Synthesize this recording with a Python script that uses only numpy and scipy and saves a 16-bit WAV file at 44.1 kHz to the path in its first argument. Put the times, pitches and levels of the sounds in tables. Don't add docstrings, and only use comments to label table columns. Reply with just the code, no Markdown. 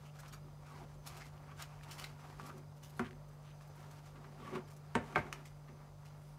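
import sys
import numpy as np
from scipy import signal
from scipy.fft import rfft, irfft, next_fast_len
from scipy.io import wavfile
from scipy.ndimage import uniform_filter1d

SR = 44100
rng = np.random.default_rng(int(sys.argv[2]) if len(sys.argv) > 2 else 0)


def undo_db(level):
    steps = np.asarray(level, float) / 20
    return 10 ** steps


def master_out(mix):
    frames = np.transpose(np.atleast_2d(mix))
    ceiling = np.clip(frames, -1, 1)
    pcm = np.round(ceiling * 32767).astype(np.int16)
    wavfile.write(sys.argv[1], SR, pcm)


N = 281358

# f/Hz, level/(dB per Hz)
RUB_COLOUR = [(710, -20.5), (1200, -2), (1610, -4), (1750, -7), (2100, -4.5), (3380, -8.5), (5850, -10),
              (14900, -21.5), (15800, -31)]
# f/Hz, width/Hz, level/dB
BOARD_MODES = [(725, 132, 2.5), (945, 59, 5.5), (1150, 120, 1), (1398, 51, 2.5), (1504, 190, -5.5),
               (2100, 1150, -12)]


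def evened(x):
    return x / np.sqrt(np.mean(x ** 2) + 1e-20)


def read(points, hz):
    f, value = np.transpose(points)
    return np.interp(np.log(hz + 1), np.log(f + 1), value)


def colour(x, points):
    size = next_fast_len(len(x))
    gain = undo_db(read(points, np.fft.rfftfreq(size, 1 / SR)))
    return irfft(rfft(x, size) * gain, size)[:len(x)]


def ring(x, modes):
    out = np.zeros(len(x))
    for k, (hz, width_hz, db) in enumerate(modes):
        r = np.exp(-np.pi * width_hz / SR)
        poles = [1, -2 * r * np.cos(2 * np.pi * hz / SR), r * r]
        out += (-1) ** k * undo_db(db) * (1 - r) * signal.lfilter([1, 0, -1], poles, x)
    return out


def drift(hz):
    lowpass = signal.butter(2, hz, fs=SR, output="sos")
    return evened(signal.sosfilt(lowpass, rng.standard_normal(N + SR))[SR:])


def grit(per_s, spread_db, count=N):
    size = undo_db(spread_db * np.minimum(rng.exponential(1, count), 5)) * rng.standard_normal(count)
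    return evened(size * (rng.random(count) < per_s / SR))


def add(mix, s, sound):
    part = mix[round(s * SR):][:len(sound)]
    part += sound[:len(part)]


def rumble():
    # t/s, level/dB
    traffic_db = [(0, -66), (1.4, -62.5), (2.4, -69), (3, -73), (6.4, -84)]
    band = signal.butter(2, [40, 115], "band", fs=SR, output="sos")
    low = signal.sosfilt(band, rng.standard_normal(N))
    return undo_db(np.interp(np.arange(N) / SR, *np.transpose(traffic_db))) * evened(low)


def kitchen_air():
    # f/Hz, level/(dB per Hz)
    air_colour = [(25, -4), (45, -17.5), (96, -4.5), (125, -10), (150, -12), (199, -21), (541, -16),
                  (603, -16.5), (1250, -24.5), (1630, -39), (4090, -36), (4810, -36.5), (13400, -43),
                  (15800, -44.5)]
    air_db, patch_db = -61.5, 0.98
    z = signal.stft(rng.standard_normal(N + 1024), SR, nperseg=1024, noverlap=768)[2]
    patches = uniform_filter1d(rng.standard_normal(z.shape), 12, 0)
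    patches = evened(uniform_filter1d(patches, 12, 1))
    air = signal.istft(z * undo_db(patch_db * patches), SR, nperseg=1024, noverlap=768)[1][:N]
    return undo_db(air_db) * evened(colour(air, air_colour))


def fridge():
    # order, level/dB, waver/dB
    hum_orders = [(1, -69, 4.5), (2, -69, 3), (3, -55, .6), (4, -75, 2), (5, -77, 2), (12, -77, 2)]
    # f/Hz, width/Hz, level/dB
    whistles = [(4900, 90, -84.5), (6137, 25, -85.5)]
    motor_hz = 49.1
    turns = np.cumsum(motor_hz * (1 + .001 * drift(1.5))) / SR
    out = np.zeros(N)
    for order, db, waver_db in hum_orders:
        tone = np.sqrt(2) * np.sin(2 * np.pi * (order * turns + rng.random()))
        out += undo_db(db + waver_db * drift(6.7)) * tone
    for hz, width_hz, db in whistles:
        whistle = evened(ring(rng.standard_normal(N), [(hz, width_hz, 0)]))
        out += undo_db(db + 1.5 * drift(4.9)) * whistle
    return out


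def thumps():
    # t/s, level/dB
    flexings = [
        (3, -48.5),
        (4.958, -44.5),
        (5.174, -44.5),
    ]
    out, t = np.zeros(N), np.arange(SR // 3) / SR
    swing = np.sin(2 * np.pi * 70 * t) + 1.34 * np.sin(2 * np.pi * 104 * t)
    swing *= (1 - np.exp(-t / 0.0025)) * np.exp(-t / 0.039)
    for s, db in flexings:
        add(out, s, undo_db(db) * swing)
    return out


def contact(rows):
    press_s, lift_db_per_s = 0.07, 280
    t = np.arange(0, N + 64, 64) / SR
    power = np.zeros((3, len(t)))
    for s, hold_s, effort_db, wet_db, weight_db in rows:
        swell = np.clip((t - s) / press_s + 1, 0, 1) ** 2
        swell *= undo_db(-lift_db_per_s * np.maximum(t - s - hold_s, 0))
        power += (swell * undo_db(effort_db + np.array([[wet_db], [0], [weight_db]]))) ** 2
    return np.array([np.interp(np.arange(N) / SR, t, p) for p in power])


def handling():
    # t/s, hold/s, effort/dB, wetness/dB, weight on the worktop/dB
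    strokes = [(1.07, 0.2, -61.5, -2, -4.5), (1.35, 0.21, -66, -9.5, -2), (1.6, 0.023, -59.5, 3, -17),
               (1.66, 0.3, -66, -6.5, -15), (1.88, 0.18, -60.5, -6, -6), (2.1, 0.076, -65, -9, -3),
               (2.2, .14, -61, -7, -5), (2.39, 0.1, -60.5, -3, 3.5), (2.53, 0.061, -65, -7, 9),
               (2.84, 0.028, -70.5, 0, 3), (2.95, 0.14, -70, 1, 4), (3.45, 0.32, -69, -5, -12),
               (3.78, 0.22, -66.5, -4, -1.5), (4.06, 0.019, -66.5, 1, -5), (4.15, .2, -66, -9, 1),
               (4.41, 0.13, -60.5, -8.5, 5), (4.557, 0.0061, -47.5, -25, 6.5)]
    shuffles = [(0.01, 0.048, -73, 0, -10), (0.154, 0.13, -68, -4, -6), (0.327, 0.018, -69.5, -15, 6),
                (0.458, 0.035, -72.5, -17, 10), (0.597, 0.035, -67.5, -11, -12),
                (0.673, 0.13, -65.5, -2, -5), (0.73, 0.092, -62.5, -19, -0.5), (0.827, 0.012, -64, -14, 8),
                (.9, 0.087, -71, -4.5, 0), (4.618, 0.19, -70.5, -15, -2), (4.86, 0.16, -68, -5, -9),
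                (5.058, 0.13, -59.5, -7.5, -10), (5.134, 0.15, -59, -12.5, 3), (5.336, 0.074, -62, -10, -1),
                (5.706, 0.026, -68, -15, 8), (5.787, 0.1, -67.5, -24, -1), (6.01, 0.097, -71, -15, -5),
                (6.254, 0.077, -81.5, 3.5, 8)]
    # f/Hz, width/Hz, level/dB
    worktop_modes = [(235, 81, 1.5), (332, 140, -9.5), (358.3, 21.5, 2.5), (419, 72, -3.5),
                     (474, 105, -7.5), (559, 54, -6.5)]
    rest_db, rest_sway_db = (-83, -70.5, -86), 1
    rest = np.array([undo_db(db + rest_sway_db * drift(3.8)) for db in rest_db])
    rub, board, top = np.sqrt(contact([*strokes, *shuffles]) + rest ** 2)
    flutter = undo_db(1.24 * drift(9.7))
    rub = rub * flutter * evened(colour(grit(6000, 0.41), RUB_COLOUR))
    board = board * flutter * evened(ring(grit(3000, 0.53), BOARD_MODES))
    top = top * evened(ring(grit(3000, 0.73), worktop_modes))
    return rub + board + top


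def sing(count, first_hz, last_hz, width_hz, squeak):
    ends_db = -14
    u = np.linspace(0, 1, count)
    cycles = np.cumsum(first_hz + (last_hz - first_hz) * u) / SR
    turn = np.exp(2j * np.pi * (cycles + rng.random()))
    r = np.exp(-np.pi * width_hz / SR)
    shifted = grit(3500, 2.1, count=12000)[:count] / turn
    song = turn * signal.lfilter([1], np.convolve([1, -r], [1, -r]), shifted)
    shape = undo_db(ends_db * (2 * u - 1) ** 4) * np.minimum(1, 20 * u)
    return shape * evened(evened(song.real) + squeak * turn.real)


def drags():
    # t/s, length/s, level/dB, first f/Hz, last f/Hz
    blade_songs = [
        (2.39, 0.1, -59.5, 1150, 1150),
        (4.423, 0.094, -54.5, 1137, 1144),
        (4.516, 0.055, -52.5, 1148, 1113),
    ]
    slice_rasps = [
        (.65, .21, -61, 1450, 600),
    ]
    # t/s, length/s, level/dB, f/Hz, width/Hz
    wet_spots = [(0.045, 0.063, -66, 2850, 350), (.185, .025, -58.5, 1550, 300), (.19, .03, -72, 6300, 600),
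                 (.24, 0.082, -62.5, 1260, 250), (.25, .02, -66, 3200, 600), (.275, .035, -66, 5600, 500),
                 (.29, .035, -68, 3150, 300), (0.316, .04, -64, 4500, 300), (.325, .02, -62, 2800, 800),
                 (.645, 0.054, -67, 2290, 300), (.7, 0.15, -70, 1990, 700), (.72, 0.081, -74, 4200, 900),
                 (0.861, 0.047, -76, 1900, 150), (1.065, .09, -61, 1120, 200),
                 (1.089, .1, -65.5, 2350, 300), (1.064, .03, -64, 4500, 400),
                 (1.192, 0.023, -57, 1500, 350), (1.192, .065, -58, 2100, 350),
                 (1.203, .03, -60, 5200, 1200), (1.411, 0.078, -71, 2000, 700), (1.46, .09, -60, 1330, 400),
                 (1.481, .05, -65, 2200, 600), (1.575, .085, -58, 1540, 250),
                 (1.603, 0.046, -57, 2970, 400), (3.04, .04, -60, 3000, 700), (3.005, .09, -54, 1500, 900),
                 (3.44, .1, -68, 2800, 1200), (2.955, .04, -71, 4200, 500), (2.961, .04, -67, 10500, 3000),
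                 (4.393, 0.11, -66, 3110, 700), (4.421, 0.14, -62, 2000, 800),
                 (1.659, 0.19, -71, 2520, 500), (1.899, .04, -56.5, 3000, 500),
                 (4.529, 0.058, -55, 2400, 900), (4.57, 0.083, -61, 684, 90), (4.535, 0.041, -45, 270, 90),
                 (6.15, .23, -77, 10000, 4000), (3.26, 0.17, -74, 1500, 900)]
    out = np.zeros(N)
    for s, length_s, db, first_hz, last_hz in blade_songs:
        add(out, s, undo_db(db) * sing(round(length_s * SR), first_hz, last_hz, 100, 1.8))
    for s, length_s, db, first_hz, last_hz in slice_rasps:
        add(out, s, undo_db(db) * sing(round(length_s * SR), first_hz, last_hz, 260, .4))
    for s, length_s, db, hz, width_hz in wet_spots:
        add(out, s, undo_db(db - 3) * sing(round(length_s * SR), hz, hz, 1.5 * width_hz, 0))
    return out


def pings():
    # t/s, level/dB, f/Hz, t60/s
    ping_rows = [(.2335, -51.5, 1230, 0.05), (0.33, -55.5, 1270, 0.16), (2.041, -44.5, 4170, 0.028),
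                 (2.043, -44.5, 2120, 0.037), (3.109, -52.5, 1650, 0.024), (3.13, -57, 1800, 0.012),
                 (1.063, -52.5, 1100, 0.039), (2.397, -47.5, 1150, 0.051), (3.61, -56, 1170, 0.025),
                 (1.8098, -57.5, 1800, .03), (.838, -54, 270, 0.041), (.815, -60, 960, .04),
                 (1.378, -65, 3000, .02), (4.553, -44, 300, 0.064), (5.266, -55, 1500, .05),
                 (4.7, -62, 1720, 0.069), (0.36, -70, 200, 0.053), (2.3, -52, 248, 0.031),
                 (3.7, -62, 370, 0.11), (6.06, -64.5, 2660, 0.068), (5.69, -65, 2100, .06),
                 (4.947, -54, 1820, 0.036), (5.152, -50, 2400, 0.11), (5.178, -44, 2130, 0.15),
                 (5.166, -46, 800, .12), (3.0, -59.5, 2450, 0.19), (5.326, -47, 1300, 0.014),
                 (5.327, -47, 2100, 0.025)]
    out, t = np.zeros(N), np.arange(8192) / SR
    for s, db, hz, t60_s in ping_rows:
        push = rng.standard_normal(len(t))
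        push[20] += 14
        tone = evened(ring(push, [(hz, 140 + 5 / t60_s, 0)]))
        add(out, s, undo_db(db - 60 * t / t60_s) * (1 - np.exp(-t / 0.0006)) * tone)
    return out


def slips():
    # t/s, peak/dB, t60/s, tilt/(dB per octave)
    peel_rows = [(.0553, -55, .15, 0), (.1511, -52.5, 0.12, -2), (.1895, -50, .05, 2),
                 (.1999, -49.5, 0.05, 5), (.2798, -51, 0.09, 2.5), (.3277, -46.5, 0.13, 2.5),
                 (.9383, -60, .076, 1.1), (1.0635, -43.5, 0.17, 3.5), (1.071, -40.5, 0.048, 4),
                 (1.6212, -39.5, 0.036, 2), (1.9111, -39.5, 0.18, 1.5), (1.9834, -39.5, 0.35, 0.5),
                 (2.0423, -40.5, 0.02, 2.5), (2.4594, -51.5, 0.19, 7), (2.577, -53.5, .037, 3.5),
                 (2.7676, -58, .07, 3), (2.831, -47.5, 0.21, 3), (2.8968, -56, 0.093, 5),
                 (3.4494, -55, .07, -4), (3.6177, -58, .091, 2.1), (3.6745, -60, .07, 9),
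                 (3.7554, -58.5, 0.085, 8), (3.8043, -62, .07, 14), (3.9094, -55, 0.14, 3),
                 (4.0594, -56, 0.063, 1.5), (4.7037, -53, 0.18, 5), (4.7666, -53.5, 0.042, 4),
                 (5.338, -50.5, 0.15, -2), (3.288, -63, .04, 8), (3.33, -65, .04, 7), (3.425, -62, .05, 2),
                 (5.4535, -49.5, 0.18, 0.5), (6.0531, -57, 0.3, 1.5), (5.81, -68, .04, 9)]
    slip_rows = [(.2518, -50, 0.11, -4), (1.1694, -48.5, 0.14, 2), (1.2126, -47.5, 0.049, -5),
                 (1.511, -49, 0.11, -7), (1.5948, -46.5, 0.15, -3), (1.8327, -47.5, 0.07, -1),
                 (1.8751, -59, .16, .1), (2.4014, -53, 0.071, -3.5), (2.4952, -40, 0.082, -9),
                 (3.0594, -53, 0.06, -4), (4.157, -51, 0.13, -5), (4.2403, -50, 0.069, -6.5),
                 (4.3994, -52, .082, -7), (4.4338, -56, .21, -5), (4.5476, -39.5, .14, -7.5),
                 (4.6768, -56, 0.062, 1), (5.6794, -53, 0.095, -7)]
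    snap_rows = [
        (5.3268, -31, 0.044, -1),
    ]
    # rise/s, board share/dB, unevenness of colour/dB
    kinds = [(peel_rows, (.011, -15, 3)), (slip_rows, (.015, -13, 3)), (snap_rows, (.0005, -19, 1.2))]
    out, t = np.zeros(N), np.arange(8192) / SR
    octaves = np.log2(np.maximum(np.fft.rfftfreq(len(t), 1 / SR), 500) / 5000)
    for rows, (rise_s, board_db, uneven_db) in kinds:
        for s, db, t60_s, tilt_db, in rows:
            burst = grit(5000, 2.8, count=len(t))
            swell = np.sin(np.pi / 2 * t / rise_s) ** 2
            shape = np.where(t < rise_s, swell, undo_db(-60 * (t - rise_s) / t60_s))
            bumps = evened(uniform_filter1d(rng.standard_normal(len(octaves)), size=45))
            tilted = irfft(rfft(burst) * undo_db(tilt_db * octaves + uneven_db * bumps))
            hiss = evened(colour(tilted, RUB_COLOUR)) * shape
            body = ring(burst * shape, BOARD_MODES)
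            body *= undo_db(board_db) / abs(body).max() * 1.1
            add(out, max(s - .6 * rise_s, 0), undo_db(db - 9.5) * (hiss + body))
    return out


def bending(t, hz, t60_s):
    lag_s = 1.7 / (hz + 90)
    age = np.maximum(t - lag_s, 0)
    fade = undo_db(-60 * age / (.024 + 8 / hz)) + 0.038 * undo_db(-60 * age / t60_s)
    return np.minimum(t / lag_s, 1) ** 3 * fade * np.sin(2 * np.pi * (hz * t + rng.random()))


def radiate(x, points):
    z, hz = rfft(x), np.fft.rfftfreq(len(x), 1 / SR)
    total, k = np.cumsum(abs(z) ** 2), np.arange(len(z))
    low = (k * .9).astype(int)
    high = np.minimum((k * 1.11).astype(int) + 2, len(z) - 1)
    outline = np.sqrt((total[high] - total[low]) / np.maximum(high - low, 1) + 1e-12)
    return irfft(z / outline * undo_db(read(points, hz)), len(x))[:len(x) * 3 // 4]


def knock(db, tick_db, radiated, modes, bounces):
    # f/Hz, level/(dB per Hz)
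    scatter_colour = [(80, -20), (250, -3), (900, -4), (2200, -15), (4000, -32), (15000, -55)]
    scatter_db, scatter_rise_s, scatter_t60_s = -20, 0.0046, 0.18
    t = np.arange(SR // 3) / SR
    clear = sum(undo_db(mode_db) * bending(t, hz, t60_s) for hz, mode_db, t60_s in modes)
    close_hz = np.geomspace(130, 5000, num=70) * rng.uniform(1.0, 1.02, 70)
    mass = sum(undo_db(read(radiated, hz)) * hz * bending(t, hz, 0.023) for hz in close_hz)
    tick = evened(colour(rng.standard_normal(len(t)), RUB_COLOUR))
    tick *= np.exp(-t / 0.0064) + 0.053 * np.exp(-t / 0.032)
    blow = 0.95 * clear / abs(clear).max() + 0.39 * mass / abs(mass).max() + undo_db(tick_db) * tick
    spread = undo_db(scatter_db - 60 * t / scatter_t60_s) * (1 - np.exp(-t / scatter_rise_s))
    out = blow + spread * evened(colour(grit(2500, 2.8, count=len(t)), scatter_colour))
    soft = signal.sosfilt(signal.butter(2, 950, fs=SR, output="sos"), blow)
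    for s, bounce_db in bounces:
        add(out, s, undo_db(bounce_db) * soft[:len(t) - round(s * SR)])
    out = radiate(out, radiated)
    return undo_db(db) * out / abs(out).max()


def edge_knock():
    # f/Hz, level/(dB per Hz)
    edge_colour = [(100, -49), (170, -8), (230, -0.5), (301, -19), (379, -6), (602, -31), (694, -15.5),
                   (891, -21.5), (1120, -14.5), (1420, -15.5), (3980, -43.5), (7030, -45), (12000, -50),
                   (15600, -81), (22000, -120)]
    # f/Hz, level/dB, t60/s
    edge_modes = [(246, 7, .14), (369, 0, 0.28), (664, -22, .09), (1350, -12, .15), (2350, -12, .15)]
    # t after the blow/s, level/dB
    edge_bounces = [(.005, -1), (0.013, -3), (.0215, -9), (.05, -18)]
    return knock(-25, -15.5, edge_colour, edge_modes, edge_bounces)


def handle_knock():
    # f/Hz, level/(dB per Hz)
    handle_colour = [(70, -33), (120, -8), (220, 0.5), (320, -7.5), (460, -5.5), (620, -13.5), (820, -12),
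                     (960, -5), (1150, -14), (1550, -12.5), (2150, -18.5), (3200, -26), (5000, -39.5),
                     (8200, -34.5), (15000, -61)]
    # f/Hz, level/dB, t60/s
    handle_modes = [(243, 14, 0.086), (380, 6, 0.25), (403, -4.5, 0.29), (815, -16, .2), (960, 10, .05),
                    (1290, -16, .2), (1530, 2, 0.05), (1990, -20, .15)]
    # t after the blow/s, level/dB
    handle_bounces = [(.0042, -1), (.0085, -8), (.017, -11), (0.036, -22)]
    return knock(-18, -18, handle_colour, handle_modes, handle_bounces)


def flat_knock():
    # f/Hz, level/(dB per Hz)
    flat_colour = [(70, -36), (150, -3), (260, -11.5), (410, -1.5), (500, -16), (600, -3.5), (730, -4.5),
                   (950, -3.5), (1190, -5), (1550, -4), (1800, -12), (2150, -7), (2770, -22), (4000, -29.5),
                   (15000, -64)]
    # f/Hz, level/dB, t60/s
    flat_modes = [(415, -11, .3), (585, -15, .15), (723, 1, .1), (899, -10, .15), (1177, 8, .12),
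                  (1530, -8, .1), (1615, -7, .08), (1820, -16, .1), (2100, -9.5, .2), (2240, -1, .2)]
    # t after the blow/s, level/dB
    flat_bounces = [(.008, 0), (.0145, -1), (.026, -9)]
    return knock(-18, -23, flat_colour, flat_modes, flat_bounces)


def room(x):
    # f/Hz, t60/s
    room_t60_s = [(100, 0.34), (300, 0.4), (1200, 0.23), (3000, 0.28), (10000, 0.13)]
    taps = np.zeros(SR // 2)
    at = np.arange(300, len(taps) - 20, 20)
    taps[at + rng.integers(0, 20, len(at))] = rng.choice([-1., 1.], len(at))
    hz, t, z = signal.stft(taps, SR, nperseg=256)
    decay = undo_db(-60 * t / read(room_t60_s, hz)[:, None]) * np.minimum(t / 0.017, 1)
    tail = signal.istft(z * decay, SR, nperseg=256)[1]
    return signal.fftconvolve(x, tail / np.linalg.norm(tail))[:N]


def scene():
    background = rumble() + kitchen_air() + fridge() + thumps() + handling() + drags()
    near = pings() + slips()
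    add(near, 2.9938, edge_knock())
    add(near, 4.952, handle_knock())
    add(near, 5.1581, flat_knock())
    return (background + near + undo_db(-14) * room(near))[None]


def top_cut(x):
    return signal.sosfilt(signal.butter(12, 15900, fs=SR, output="sos"), x)


def record(dry):
    cut = signal.sosfilt(signal.butter(6, 39, "high", fs=SR, output="sos"), dry)
    lowpass = signal.firwin(511, 15800, window=("kaiser", 9), fs=SR)
    mix = signal.oaconvolve(cut, lowpass[None], "same")
    return top_cut(mix)


dry = scene()
out = record(dry)
master_out(out)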